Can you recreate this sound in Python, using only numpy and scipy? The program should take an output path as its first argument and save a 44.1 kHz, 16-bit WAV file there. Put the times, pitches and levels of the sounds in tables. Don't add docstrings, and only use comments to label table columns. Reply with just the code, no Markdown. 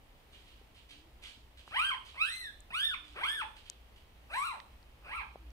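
import sys
import numpy as np
from scipy import signal
from scipy.fft import rfft, irfft
from scipy.io import wavfile
from scipy.ndimage import uniform_filter1d, map_coordinates

SR = 44100
rng = np.random.default_rng(int(sys.argv[2]) if len(sys.argv) > 2 else 0)


def generate_wav(signal):
    frames = np.transpose(np.atleast_2d(signal))
    scaled = np.clip(frames, -1, 1) * 32767
    pcm = np.round(scaled).astype(np.int16)
    wavfile.write(sys.argv[1], SR, pcm)


N = 243418
TIME = np.arange(N) / SR
TOP_HZ = 15560


def undb(db):
    return 10 ** (np.asarray(db) / 20)


def unit(x):
    return x / np.sqrt(np.mean(x ** 2))


def at_hz(points, hz):
    f, value = np.transpose(points)
    return np.interp(np.log(np.maximum(hz, 1)), np.log(f), value)


def eq(x, points, share=1):
    size = x.shape[-1]
    return irfft(rfft(x) * undb(share * at_hz(points, np.fft.rfftfreq(size, 1 / SR))), size)


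def wander(size, rate):
    steps = np.arange(size) * rate / SR
    return map_coordinates(rng.standard_normal(8192), [steps], order=2, mode="wrap")


# frequency in Hz, relative noise density in dB.
AIR_EQ = [(12, -70), (20, 0.5), (59, -3), (83, -8), (109, -8.5), (148, -17.5), (232, -16.5), (362, -18.5),
          (906, -21.5), (1540, -30.5), (1920, -29), (2840, -34), (3260, -36), (7520, -40), (15500, -39.5)]
# frequency in Hz, gain in dB.
HISS_TONE_EQ = [(100, -1.5), (1000, -2), (3000, 3), (7000, -4), (15000, -2)]
# time in seconds, level in dB.
HUM_FADER = [(0, -71), (2.3, -63.5), (4.4, -66.5), (5.2, -55.5)]


def room_tone(air_db=-59, drift_db=0.7, hum_hz=57.7, hum_wobble=0.68):
    mid, side = eq(rng.standard_normal((2, N)), AIR_EQ)
    side = eq(side, [(60, -13.0), (150, -14.5), (400, -6.5), (1000, 0), (3000, -1)])
    air = eq(unit(np.array([mid + side, mid - side])), HISS_TONE_EQ)
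    air *= undb(air_db + drift_db * wander(N, 5.1))
    hum = np.sqrt(2) * np.sin(2 * np.pi * hum_hz * TIME + wander(N, 3.7))
    hum *= 1 + hum_wobble * wander(N, 25)
    return air + hum * undb(np.interp(TIME, *np.transpose(HUM_FADER)))


# band centre in Hz, seconds to fall 60 dB, relative level in dB.
REVERB_BANDS = [(302, 0.32, -5), (1010, 0.4, -5.5), (2010, 0.35, -12), (3460, 0.4, -6.5), (5400, 0.54, -7),
                (11700, 0.42, -17)]


def reverb(x, predelay_s=0.011, build_s=0.0016):
    t = TIME[:SR * 3 // 4]
    band_hz, t60, levels = np.transpose(REVERB_BANDS)
    spectrum = rfft(rng.standard_normal((2, len(t))))
    hz = np.fft.rfftfreq(len(t), 1 / SR)
    onset = 1 - np.exp(-np.maximum(t - predelay_s, 0) / build_s)
    tail = 0
    for share, ring_s, db in zip(np.eye(len(band_hz)), t60, levels):
        band = irfft(spectrum * at_hz(np.c_[band_hz, share], hz), len(t))
        decay = onset * np.exp(-np.log(1000) * t / ring_s)
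        tail = tail + band * decay * undb(db) / np.linalg.norm(decay)
    return signal.fftconvolve(x[None], tail, axes=1)[:, :N]


# left delay in ms, right delay in ms, gain in dB.
WALL_ECHOES = [(10.25, 9.8, -15.5), (13.17, 17, -15), (20.77, 20.1, -16), (24.35, 28, -32)]


def wall_echoes(x):
    dull = eq(x, [(3800, 2.5), (8000, -2)])
    out = np.zeros((2, N))
    for *delays_ms, db in WALL_ECHOES:
        out += undb(db) * np.array([np.interp(TIME - ms / 1e3, TIME, dull, left=0) for ms in delays_ms])
    return out


# start and length in seconds, first and last pitch in Hz,
# relative level in dB.
MOAN_CUES = [(0.889, 0.22, 264.4, 351, -68.5), (2.973, 0.29, 310, 276, -69), (3.148, 0.19, 345, 350, -68.5),
             (3.3, 0.14, 526, 394, -71), (3.352, 0.13, 303.7, 306, -70), (5.381, 0.14, 339, 287, -68.5)]


def moans(waver=0.0316):
    out = 0
    for start, length, first_hz, last_hz, db in MOAN_CUES:
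        progress = np.clip((TIME - start) / length, 0, 1)
        pitch = (first_hz + (last_hz - first_hz) * progress) * (1 + waver * wander(N, 70))
        swell = np.sqrt(8 * progress * (1 - progress))
        out = out + undb(db) * swell * np.sin(2 * np.pi * np.cumsum(pitch) / SR)
    return out


# start in seconds, length in seconds, relative level in dB.
RUSTLE_CUES = [(0.312, 0.16, -58), (0.444, 0.21, -63.5), (0.742, 0.11, -58.5), (0.884, 0.12, -53),
               (1.217, 0.14, -47), (1.569, 0.081, -54.5), (1.65, 0.19, -57), (2.045, 0.11, -50.5),
               (3.026, 0.24, -59), (3.555, 0.085, -55.5), (3.65, 0.079, -56), (3.954, 0.078, -62.5)]
# frequency in Hz, gain in dB.
RUSTLE_EQ = [(700, -25), (1500, -12), (2300, -6), (3100, -1), (4300, -8), (6000, -10.5), (8500, -8.5),
             (12000, -18), (15500, -48)]


def rustles(trim_db=-3, grain_db=3.0):
    swell = 0
    for start, length, db in RUSTLE_CUES:
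        stroke = np.interp((TIME - start) / length, [0, 0.13, .65, 1.2], [0.0099, 0.86, 0.26, 0.0099])
        swell = swell + undb(db + trim_db) * stroke
    grains = rng.standard_normal(N) * undb(grain_db * wander(N, 650))
    return swell * unit(eq(grains, RUSTLE_EQ))


# start in seconds, peak in dB, ring in Hz, decay in ms, left minus right in dB.
SMACK_CUES = [(0.612, -55, 400, 2.3, -4), (1.374, -53.5, 227, 2.1, 3), (1.678, -39, 1070, 0.35, 1),
              (2.605, -52, 7800, 0.46, 27), (3.6997, -24.5, 6650, 0.1, 12), (4.601, -42.5, 1930, 1.5, -10),
              (4.602, -39.5, 3733, 0.19, -13), (5.3572, -36.5, 604, 0.51, 2.5),
              (4.829, -58, 4480, 0.47, 18), (5.025, -55, 1180, 0.99, -4), (5.505, -58, 5500, 0.41, 12)]


def smacks():
    out = np.zeros((2, N))
    for start_s, db, hz, decay_ms, pan_db in SMACK_CUES:
        start = int(start_s * SR)
        t = np.maximum(TIME - start_s, 0)[start:start + 2000]
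        onset = 1 - np.exp(-(t * hz) ** 2)
        ring = np.sin(2 * np.pi * hz * t) * np.exp(-t * 1e3 / decay_ms) * onset
        peaks = undb([db + pan_db / 2, db - pan_db / 2])
        out[:, start:start + len(t)] += np.outer(peaks, ring / np.abs(ring).max())
    return out


# frequency in Hz, gain in dB.
RASP_EQ = [(400, -6), (1100, 0), (1500, 0.5), (2000, -20), (2550, 7.5), (3200, -20), (5000, -15),
           (7000, -34), (8500, -12), (14000, -35)]


def rasps(lead_s=0.01, gain_db=-51.5, grain_db=3):
    swell = 0
    for arch, (*_, rasp_s, _, _, _) in zip(PITCH_ARCHES, SQUEAL_VOICINGS):
        progress = (TIME - arch[0][0] + lead_s) / rasp_s
        swell = swell + np.interp(progress, [0, .25, .8, 1], [0.0032, 0.86, 0.32, 0.0084])
    grains = rng.standard_normal(N) * undb(grain_db * wander(N, 500))
    return undb(gain_db) * swell * unit(eq(grains, RASP_EQ))


# frequency in Hz, gain in dB.
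THROAT_EQ = [(400, -14), (700, -16), (900, -5), (1150, -3), (1350, -4), (1600, -6.5), (1800, -6.5),
             (2100, -11.5)]
MOUTH_EQ = [(500, -47), (1100, 5), (1700, 6.5), (2500, 8.5), (3500, -3.5), (4200, -4.5), (4800, -10),
            (5500, -9)]
TREBLE_EQ = [(5500, -8), (6400, -9), (7200, -13.5), (8000, 1), (9500, 3.5), (11300, -9), (12500, -3.5),
             (13400, -16), (15000, -10)]


def harmonics(pitch, phase, base_db, mouth_db, treble_db, nasal_hz, nasal_db,
              crossover_hz=5500, nasal_width_hz=280, flicker_db=4):
    order = np.arange(2, 25)[:, None]
    hz = order * pitch
    high = 1 / (1 + (crossover_hz / hz) ** 20)
    nasal = nasal_db * np.exp(-((hz - nasal_hz) / nasal_width_hz) ** 2)
    mouth = (1 - high) * undb(at_hz(MOUTH_EQ, hz) + nasal - 7 * np.log2(order))
    flicker = flicker_db * np.array([wander(len(pitch), 121.1) for _ in order])
    treble = high * (hz < TOP_HZ) * undb(at_hz(TREBLE_EQ, hz) + flicker - 0.77 * order)
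    gains = sum(undb(db) * band / np.linalg.norm(band, axis=0).mean()
                for db, band in ((mouth_db, mouth), (treble_db, treble)))
    fundamental = undb(base_db + at_hz(THROAT_EQ, pitch)) * np.sin(phase)
    return np.sqrt(2) * (fundamental + np.sum(gains * np.sin(order * phase), axis=0))


def breath(phase, mouth_db, treble_db):
    puffs = rng.standard_normal(len(phase)) * (1 + np.cos(phase))
    air = unit(eq(puffs, MOUTH_EQ + [(7000, -38), (15000, -3)])) * undb(mouth_db - 20)
    hiss = unit(eq(puffs, [(3000, -33)] + TREBLE_EQ)) * undb(treble_db - 10)
    return air + hiss


def push(age, swell_db, attack_s, sag_db, release_s=0.018, release_db=7.5):
    swell = swell_db * np.maximum(1 - age / attack_s, 0)
    sag = sag_db * np.maximum(age - attack_s, 0) / (age[-1] - attack_s)
    release = release_db * np.maximum(1 - (age[-1] - age) / release_s, 0)
    return -swell - sag - release


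# time in seconds, pitch in Hz.
PITCH_ARCHES = [
    [(1.715, 542), (1.731, 629), (1.776, 1059), (1.849, 1555), (1.868, 1612), (1.896, 1555), (1.915, 1094),
     (1.941, 1016), (1.955, 700)],
    [(2.15, 850), (2.203, 1195), (2.236, 1375), (2.276, 1690), (2.324, 2051), (2.362, 2076), (2.42, 1972),
     (2.494, 1624), (2.5, 1365)],
    [(2.71, 853), (2.726, 952), (2.757, 1323), (2.811, 1643), (2.854, 1821), (2.899, 1754), (2.916, 1453),
     (2.933, 1446), (2.955, 880)],
    [(3.15, 295.4), (3.21, 705.5), (3.277, 1573), (3.302, 1722), (3.35, 1802), (3.384, 1614), (3.417, 1256),
     (3.421, 876), (3.455, 834)],
    [(4.3, 550), (4.329, 698), (4.35, 882), (4.384, 1082), (4.425, 1152), (4.46, 1448), (4.494, 1170),
     (4.524, 980), (4.58, 475)],
    [(5.04, 538.6), (5.084, 747), (5.114, 923.5), (5.154, 1359), (5.165, 1381), (5.19, 1153), (5.209, 866),
     (5.232, 743)],
]
# swell in dB, attack in seconds, sag in dB, relative levels of
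# fundamental, mouth overtones and treble in dB, roughness from 0 to 1, opening rasp in seconds,
# nasal resonance in Hz, its boost in dB, room send in dB (higher for a puppy that faces away).
SQUEAL_VOICINGS = [(12.8, 0.084, 6.5, -31, -32.5, -44.5, 0.1, .031, 3160, 11.5, 1.5),
                   (28.4, 0.068, 5, -36, -40.5, -44.5, 0.07, 0.057, 3575, 5.5, 2.5),
                   (23.6, 0.042, 2, -36, -34.5, -44.5, 0.03, 0.03, 3505, 14.5, 0.5),
                   (9.55, .1, 1.5, -35.5, -40, -47.5, 0.21, 0.096, 3374, 11.5, 2),
                   (12, 0.077, 11.5, -32.5, -40.5, -42.5, 0.15, 0.063, 3910, 13, 2.5),
                   (14.9, 0.11, 2.5, -42.5, -45, -59.5, .22, 0.14, 2390, 5.5, 6.5)]


def squeal(arch, swell_db, attack_s, sag_db, base_db, mouth_db, treble_db, roughness, nasal_hz, nasal_db,
           creak_hz=740, creak=0.78, jitter=0.0717, waver=0.0052, shimmer=0.34, flutter_db=4.0):
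    arch_s, arch_hz = np.transpose(arch)
    start = int(arch_s[0] * SR)
    t = TIME[start:int(arch_s[-1] * SR)]
    age, size = t - t[0], len(t)
    pitch = uniform_filter1d(np.interp(t, arch_s, arch_hz), size=400, mode="nearest")
    effort = push(age, swell_db, attack_s, sag_db)
    closing = np.interp(t, [arch_s[np.argmax(arch_hz)], arch_s[-1]], [0, 1])
    tension_db = 6 * np.log2(pitch / pitch.max())
    treble_db = treble_db + effort - 9 * closing + tension_db
    mouth_db = mouth_db + effort - 7 * closing + flutter_db * wander(size, 103.5)
    rough = roughness + creak / (1 + (pitch / creak_hz) ** 6)
    pitch = uniform_filter1d(pitch, size=400, mode="nearest")
    pitch *= 1 + waver * wander(size, 87.67)
    phase = 2 * np.pi * np.cumsum(pitch * (1 + jitter * rough ** 2 * wander(size, 900))) / SR
    tone = harmonics(pitch, phase, base_db + effort, mouth_db, treble_db, nasal_hz, nasal_db)
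    tone *= 1 + shimmer * rough * wander(size, 700)
    air = breath(phase, mouth_db, treble_db) * (.5 + 2 * rough)
    fades = (1 - np.exp(-age / 0.008)) * signal.windows.tukey(size, .06)
    return np.pad((tone + air) * fades, (start, N - start - size))


def pan_by_band(left, right, balance):
    return np.array([eq(left, balance, 1 / 2), eq(right, balance, -1 / 2)])


# frequency in Hz, left minus right in dB.
DIRECT_BALANCE = [(700, 2), (1300, 11), (2300, 5), (3400, 3.5), (5000, -0.5), (8200, 0), (15000, 4.5)]
PORT_BALANCE = [(100, 3), (400, -3.5), (800, -2.5), (1300, 0), (2400, -10), (4400, -3.5), (6000, 5.5),
                (8200, 22.5), (11000, 16.5), (15000, 0)]


def scene(rustle_send_db=6, right_lag_samples=7):
    hoarse, rustle = rasps(), rustles()
    voices = hoarse + moans()
    send = hoarse + rustle * undb(rustle_send_db)
    for arch, (*voicing, _, nasal_hz, nasal_db, send_db) in zip(PITCH_ARCHES, SQUEAL_VOICINGS):
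        cry = squeal(arch, *voicing, nasal_hz, nasal_db)
        voices += cry
        send += cry * undb(send_db)
    left, right = pan_by_band(voices, voices, DIRECT_BALANCE) + rustle
    direct = np.array([left, np.roll(right, right_lag_samples)])
    left, right = direct + wall_echoes(send) + reverb(send)
    litter = eq(pan_by_band(left, right, PORT_BALANCE), [(4500, 0.5), (8000, -15.0), (15000, -11)])
    return litter + smacks() + room_tone()


def record(dry):
    return signal.sosfilt(signal.ellip(10, .1, 70, TOP_HZ, fs=SR, output="sos"), dry)


dry = scene()
out = record(dry)
generate_wav(out)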